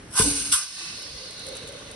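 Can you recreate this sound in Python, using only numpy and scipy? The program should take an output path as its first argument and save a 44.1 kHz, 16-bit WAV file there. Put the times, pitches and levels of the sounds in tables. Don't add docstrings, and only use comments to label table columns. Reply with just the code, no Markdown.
import sys
import numpy as np
from scipy import signal
from scipy.fft import rfft, irfft
from scipy.io import wavfile
from scipy.ndimage import uniform_filter1d

SR = 44100
rng = np.random.default_rng(int(sys.argv[2]) if len(sys.argv) > 2 else 0)


def pcm_store(signal):
    levels = np.round(np.clip(np.atleast_2d(signal), -1, 1) * 32767)
    wavfile.write(sys.argv[1], SR, levels.astype(np.int16).T)


N = 85995

# (frequency [Hz], level [dB])
SHOP_SPECTRUM = [(25, -22), (45, -32.5), (100, -30.5), (300, -34.5), (500, -40.5), (1000, -44.5),
                 (1600, -43.5), (3300, -52), (6500, -59.5), (11500, -54)]
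# (time [s], level [dB])
SHOP_GAIN = [(0, 5), (.1, 3.5), (.5, 3.5), (.59, -19), (.72, -10), (.85, -1), (1.12, -3), (1.4, 0),
             (1.6, 3), (1.95, 2.5)]

# (time [s], level [dB])
EXHAUST_LEVEL = [(.11, -30), (.17, 1), (.21, 1.5), (.262, 5), (.31, 1.5), (.38, 0.5), (.44, -2.5),
                 (.51, -2.5), (.562, 3), (.61, -4), (.67, -12), (.85, -11), (1.05, -20)]
# (frequency [Hz], level [dB])
EXHAUST_SPECTRUM = [(200, -41.5), (700, -51), (1200, -34), (2000, -38), (2600, -27.5), (3300, -34),
                    (4200, -26), (5400, -26.5), (6500, -24.5), (7300, -34), (8500, -30), (10200, -20.5),
                    (11600, -45)]
# (frequency [Hz], width [Hz], level [dB])
MUFFLER_PEAKS = [(1546, 120, -30.5), (2450, 50, -38), (8700, 230, -22), (9150, 97, -21), (9240, 320, -27)]

# (time [s], rise [dB/s], hold [s], fall [dB/s], level [dB], low edge [Hz])
RUSH_PUFFS = [(0.185, 451, 0.027, 750, 1.5, 870), (0.525, 2806, 0.008, 452, -1, 1200),
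              (0.566, 300, 0.0059, 240, -3, 1230)]
# (frequency [Hz], width [Hz], level [dB])
VALVE_BODY_PEAKS = [(1030, 65, -14), (1294, 250, -11.5), (1530, 140, -17.5)]
# (frequency [Hz], level [dB])
RUSH_TILT = [(550, 13), (950, 1), (1620, -4), (1850, -9.5)]
# (time [s], level [dB])
VALVE_SNAPS = [(.1875, -12), (.221, -5), (0.5248, -2)]
# (frequency [Hz], level [dB])
CRACK_SPECTRUM = [(600, -35), (1400, -17.5), (2200, -24), (3200, -15), (6200, -21), (7200, -26),
                  (8200, -11), (11000, -6)]
# (frequency [Hz], level [dB], t60 [s])
VALVE_METAL_MODES = [(1350, -35, .06), (1606, -33, 0.057), (2940, -36, .1), (3410, -37, .1),
                     (3610, -25.5, 0.19), (5640, -33, 0.086)]
# (peak time [s], rise [dB/s], fall [dB/s], level [dB])
VALVE_BLASTS = [(0.192, 440, 383, 0.5), (0.223, 1490, 600, -9.5), (0.524, 2000, 284, 0),
                (0.542, 1202, 1400, -11.5)]
# (frequency [Hz], level [dB])
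BLAST_SPECTRUM = [(300, -48), (800, -38), (2000, -29), (2600, -20.5), (3300, -14), (4200, -20.5),
                  (5400, -9.5), (6500, -18.5), (7300, -23), (8000, -4.5), (8700, -11.5), (9300, -11),
                  (10300, -8), (11600, -4)]

PISTON_START_S = .197
# (time [s], level [dB])
PISTON_KNOCKS = [(0.197, -2.5), (0.254, -13), (0.524, -28)]
# (frequency [Hz], level [dB], t60 [s])
FRAME_MODES = [(56.7, -31.5, 0.73), (97, -24.5, 0.36), (140, -59, 0.26), (182.8, -36.5, 0.42),
               (243, -25.5, 0.12), (406, -38, 0.32), (436.7, -23, 0.11), (447, -35, 0.58), (556, -50, 0.22)]
# (frequency [Hz], level [dB])
SLIDE_SPECTRUM = [(30, -21), (60, -20.5), (130, -15), (330, -29.5), (450, -13), (600, -33.5), (880, -22.5),
                  (1300, -36), (3000, -71.5)]
# (time [s], pitch [Hz], level [dB])
SEAL_GROAN = [(.21, 295, -92), (.24, 297, -40.5), (.279, 293.8, -20.5), (.3, 286.6, -34), (.36, 286.3, -36),
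              (.41, 276, -46.5), (.47, 284.5, -46), (.52, 291, -47), (.57, 286, -86)]
# (time [s], level [dB])
LOW_BUMPS = [(.535, 0), (1.154, 1)]
# (frequency [Hz], level [dB])
BUMP_SPECTRUM = [(35, -24), (80, -20), (140, -24.5), (300, -45), (1000, -68)]

# (time [s], level [dB])
JET_LEVEL = [(.5, -58), (.6, 5), (.7, -3), (.79, -4), (.95, -1), (1.12, 0), (1.21, -0.5), (1.33, -2.5),
             (1.46, -1), (1.55, -1), (1.67, -4), (1.8, -5.5), (1.95, -6.5)]
# (frequency [Hz], level [dB])
JET_SPECTRUM = [(500, -49), (1200, -42), (2000, -46.5), (3300, -39.5), (4300, -38), (5000, -43.5),
                (6300, -39.5), (7300, -57), (8500, -54), (10300, -42), (11600, -59)]
# (time [s], frequency [Hz])
JET_CENTRE = [(.7, 5370), (1.05, 5043), (1.2, 4746), (1.45, 3995), (1.6, 3742), (1.95, 3197)]
# (frequency [Hz], width [Hz], level [dB])
JAR_PEAKS = [(1171, 7.4, -22), (1880, 62, -28), (2636, 30, -21), (3140, 120, -30), (3900, 260, -27.5),
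             (4223, 103, -23), (4655, 112, -25.5), (5220, 320, -29.5)]
# (time [s], level [dB])
SPRAY_LEVEL = [(.7, -62.5), (.82, -47.5), (1.1, -51.5), (1.4, -52), (1.57, -50.5), (1.7, -51.5),
               (1.95, -50)]
# (time [s], level [dB])
GURGLE_LEVEL = [(.75, -101), (1.0, -55), (1.15, -53), (1.28, -49.5), (1.42, -55), (1.5, -39), (1.58, -47),
                (1.75, -47.5), (1.95, -47.5)]
# (frequency [Hz], width [Hz], level [dB])
JAR_AIR_PEAKS = [(443, 110, -1.5), (559, 70, 1)]
# (time [s], level [dB])
DROP_HITS = [(1.021, 2), (1.071, -17), (1.308, 1.5), (1.393, 0), (1.466, 5), (1.486, 4.5), (1.553, 3.5),
             (1.567, 5), (1.675, 1.5), (1.687, 1), (1.723, -4.5), (1.914, 1)]
# (frequency [Hz], level [dB])
DROP_SPECTRUM = [(600, -48), (2000, -39), (4500, -45), (6500, -36.5), (8200, -35), (11500, -32)]
# (peak time [s], pitch [Hz], level [dB])
GLUG_BUBBLES = [(1.218, 517, -44), (1.243, 516, -44), (1.462, 529, -41.5), (1.502, 514, -35),
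                (1.531, 526, -35.5), (1.56, 504, -41.5), (1.62, 492, -40), (1.651, 467, -42.5),
                (1.694, 550.6, -39), (1.749, 482, -39.5), (1.773, 559, -41), (1.872, 546, -44)]
# (time [s], level [dB])
SPLASH_BURSTS = [(1.385, -3), (1.56, -2.5), (1.629, -2.5), (1.77, -21)]

# (frequency [Hz], likeness [0-1])
PORT_LIKENESS = [(100, 0.99), (300, 0.9), (600, 0.34), (900, 0.1), (1400, 0.2), (2200, 0.08), (4500, 0.15),
                 (5800, 0), (7000, 1), (8500, 1)]
# (frequency [Hz], level [dB])
PORT_BALANCE = [(150, 0), (300, -2), (520, -1.5), (900, 0.5), (3000, -0.5), (4400, -2.5), (5400, -4),
                (6300, -0.5), (7200, 0)]


def undb(db):
    return 10 ** (np.asarray(db) / 20)


def clock():
    return np.arange(N) / SR


def curve(rows, column=1):
    rows = np.array(rows)
    return np.interp(clock(), rows[:, 0], rows[:, column])


def unit(x):
    return x / np.sqrt(np.mean(x ** 2))


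def noise():
    return rng.standard_normal((2, N))


def waver(rate_hz):
    span = max(int(SR / rate_hz), 2)
    return unit(uniform_filter1d(uniform_filter1d(rng.standard_normal(N), span), span))


def bins():
    return np.maximum(np.arange(N // 2 + 1) * SR / N, 1)


def across(rows):
    rows = np.array(rows)
    return np.interp(np.log(bins()), np.log(rows[:, 0]), rows[:, 1])


def colour(x, spectrum):
    return irfft(rfft(x) * undb(across(spectrum)), N)


def low_cut(x, hz, order):
    return signal.sosfilt(signal.butter(order, hz, "high", fs=SR, output="sos"), x)


def resonate(x, peaks):
    gain = sum(undb(db) / (1 + 1j * (bins() / hz - hz / bins()) * hz / width) for hz, width, db in peaks)
    return irfft(rfft(x) * gain, N)


def ring(at, modes):
    age = np.maximum(clock() - at, 0)
    return sum(undb(db) * np.sin(2 * np.pi * hz * age) * undb(-60 * age / t60) for hz, db, t60 in modes)


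def swell(at, rise, fall, hold_s=0):
    t = clock() - at
    return undb(np.maximum(np.minimum(t, 0) * rise - np.maximum(t - hold_s, 0) * fall, -200))


def pan(db):
    return undb(np.array([[db], [-db]]) / 2)


def drifting_band(hz, width_hz):
    a, b = (irfft(rfft(noise()) / (1 + (2 * bins() / width_hz) ** 2), N) for _ in range(2))
    phase = 2 * np.pi * np.cumsum(hz) / SR
    return np.sqrt(2) * (a * np.cos(phase) + b * np.sin(phase))


def bubbles(per_s, centre_hz, spread, cycles, scatter_db, glide=0.013):
    stream = np.zeros((2, N + SR))
    for when, pitch, size, left_phase, right_phase in rng.random((int(per_s * N / SR), 5)):
        hz = min(centre_hz * (pitch / (1 - pitch)) ** (spread / 2), SR / 3)
        age = np.arange(min(int(4 * cycles * SR / hz), SR)) * hz / SR
        turns = age * (1 + glide * age / cycles) + np.array([[left_phase], [right_phase]])
        envelope = np.exp(-age / cycles) * (1 - np.exp(-2 * age))
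        gain = undb(-scatter_db * np.log(1 - size))
        start = int(when * N)
        stream[:, start:start + len(age)] += gain * envelope * np.sin(2 * np.pi * turns)
    return unit(stream[:, :N])


def room_tone(waver_db=0.43):
    return colour(noise(), SHOP_SPECTRUM) * undb(curve(SHOP_GAIN) + waver_db * waver(11))


def exhaust(rough_db=1.14, treble_hz=7700, treble_power=0.62):
    flow = undb(curve(EXHAUST_LEVEL))
    hiss = colour(noise(), EXHAUST_SPECTRUM) + resonate(noise(), MUFFLER_PEAKS)
    air = hiss * flow * undb(rough_db * waver(120))
    treble = irfft(rfft(air) / (1 + (treble_hz / bins()) ** 8), N)
    return air + treble * (flow ** treble_power - 1)


def valve_rush(flutter_db=1.5):
    air = 0
    for at, rise, hold_s, fall, db, edge_hz in RUSH_PUFFS:
        puff = rng.standard_normal(N) * undb(db) * swell(at, rise, fall, hold_s)
        air = air + low_cut(puff, edge_hz, order=6)
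    air *= undb(flutter_db * waver(71))
    return colour(resonate(air, VALVE_BODY_PEAKS), RUSH_TILT) * pan(db=0)


def valve_clack():
    crack = sum(undb(db) * (clock() > at) * swell(at, rise=0, fall=1500) for at, db in VALVE_SNAPS)
    metal = sum(undb(db) * ring(at, VALVE_METAL_MODES) for at, db in VALVE_SNAPS)
    return colour(noise() * crack, CRACK_SPECTRUM) + metal


def valve_blasts(rough_db=1.5):
    envelope = sum(undb(db) * swell(at, rise, fall) for at, rise, fall, db in VALVE_BLASTS)
    return colour(noise() * envelope * undb(rough_db * waver(260)), BLAST_SPECTRUM)


def piston_thump(from_hz=252, to_hz=81, glide_s=0.0093, decay_s=0.0075):
    age = np.maximum(clock() - PISTON_START_S, 0)
    hz = to_hz + (from_hz - to_hz) * np.exp(-age / glide_s)
    phase = 2 * np.pi * np.cumsum(hz * (age > 0)) / SR
    return -undb(-14) * np.sin(phase) * np.exp(-age / decay_s)


def frame_ring():
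    return sum(undb(db) * ring(at, FRAME_MODES) for at, db in PISTON_KNOCKS) * undb(curve(SHOP_GAIN))


def piston_slide(attack_s=0.017):
    attack = np.clip((clock() - PISTON_START_S) / attack_s, 0, 1)
    fade = swell(PISTON_START_S, rise=0, fall=105, hold_s=0.068)
    return colour(noise() * attack * fade, SLIDE_SPECTRUM)


def piston_seal(jitter=0.0245, overtone_db=-27, waver_db=1.3):
    hz = curve(SEAL_GROAN) * (1 + jitter * waver(105))
    phase = 2 * np.pi * np.cumsum(hz) / SR
    tone = np.sin(phase) + undb(overtone_db) * (np.sin(2 * phase) + np.sin(3 * phase))
    return unit(tone) * undb(curve(SEAL_GROAN, column=2) + waver_db * waver(46)) * pan(db=-3.5)


def bumps():
    envelope = sum(undb(db) * swell(at, rise=153, fall=550) for at, db in LOW_BUMPS)
    return colour(noise() * envelope, BUMP_SPECTRUM)


def jet(landing_s=0.783, flicker_db=0.7):
    flow = undb(curve(JET_LEVEL) + flicker_db * waver(27))
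    landing = undb(-1.5) * swell(landing_s, rise=150, fall=35, hold_s=0.072)
    drive = drifting_band(curve(JET_CENTRE), width_hz=1350) * flow + noise() * landing
    return colour(noise(), JET_SPECTRUM) * flow + resonate(drive, JAR_PEAKS)


def spray():
    fizz = bubbles(per_s=2300, centre_hz=3170, spread=0.66, cycles=4.6, scatter_db=1.2)
    return fizz * undb(curve(SPRAY_LEVEL))


def gurgle():
    churn = bubbles(per_s=420, centre_hz=496.7, spread=0.17, cycles=4.2, scatter_db=-0.5)
    return resonate(churn, JAR_AIR_PEAKS) * undb(curve(GURGLE_LEVEL))


def drops():
    ticks = sum(undb(db) * swell(at, rise=15000, fall=1500) for at, db in DROP_HITS)
    return colour(noise() * ticks, DROP_SPECTRUM)


def glugs():
    rings = sum(undb(db) * swell(at, rise=1103.5, fall=603) * np.sin(2 * np.pi * hz * (clock() - at))
                for at, hz, db in GLUG_BUBBLES)
    return rings * pan(db=-3.5)


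def splashes():
    bursts = sum(undb(db) * swell(at, rise=714, fall=357) for at, db in SPLASH_BURSTS)
    froth = bubbles(per_s=1500, centre_hz=2225, spread=0.87, cycles=3.8, scatter_db=2.5)
    return froth * bursts * undb(-44)


def reflections(x, steel_decay_s=0.005, tail_t60_s=0.1):
    t = clock()
    steel = noise() * np.exp(-t / steel_decay_s) * (t > .001)
    tail = noise() * undb(-60 * t / tail_t60_s) * (t > .01)
    response = (undb(-2) * unit(steel) + undb(-7) * unit(tail)) / np.sqrt(N)
    return signal.fftconvolve(x, low_cut(response, hz=1500, order=2), axes=1)[:, :N]


def mic_ports(x, lag_s=0.0002198, lag_above_hz=5500):
    shared, apart = rfft(x)
    likeness = np.clip(across(PORT_LIKENESS), 0, 1)
    mid = shared * np.sqrt((1 + likeness) / 2)
    side = apart * np.sqrt((1 - likeness) / 2)
    lag = np.exp(-2j * np.pi * bins() * lag_s * (bins() > lag_above_hz))
    lean = undb(across(PORT_BALANCE) / 2)
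    return irfft(np.array([(mid + side) * lag * lean, (mid - side) / lean]), N)


def scene(spit_send_db=-7):
    rush = valve_rush()
    spit = valve_clack() + valve_blasts()
    flow = exhaust() + jet() + spray() + gurgle()
    echo = reflections(flow + rush + spit * undb(spit_send_db))
    spread = room_tone() + flow + spit + echo + piston_slide() + bumps() + drops() + splashes()
    direct = rush + piston_thump() + frame_ring() + piston_seal() + glugs()
    return mic_ports(spread) + direct


def record(dry, low_hz=42, top_hz=11100):
    top_cut = signal.ellip(10, .2, 80, top_hz, fs=SR, output="sos")
    return signal.sosfilt(top_cut, low_cut(dry, low_hz, order=4))


dry = scene()
out = record(dry)
pcm_store(out)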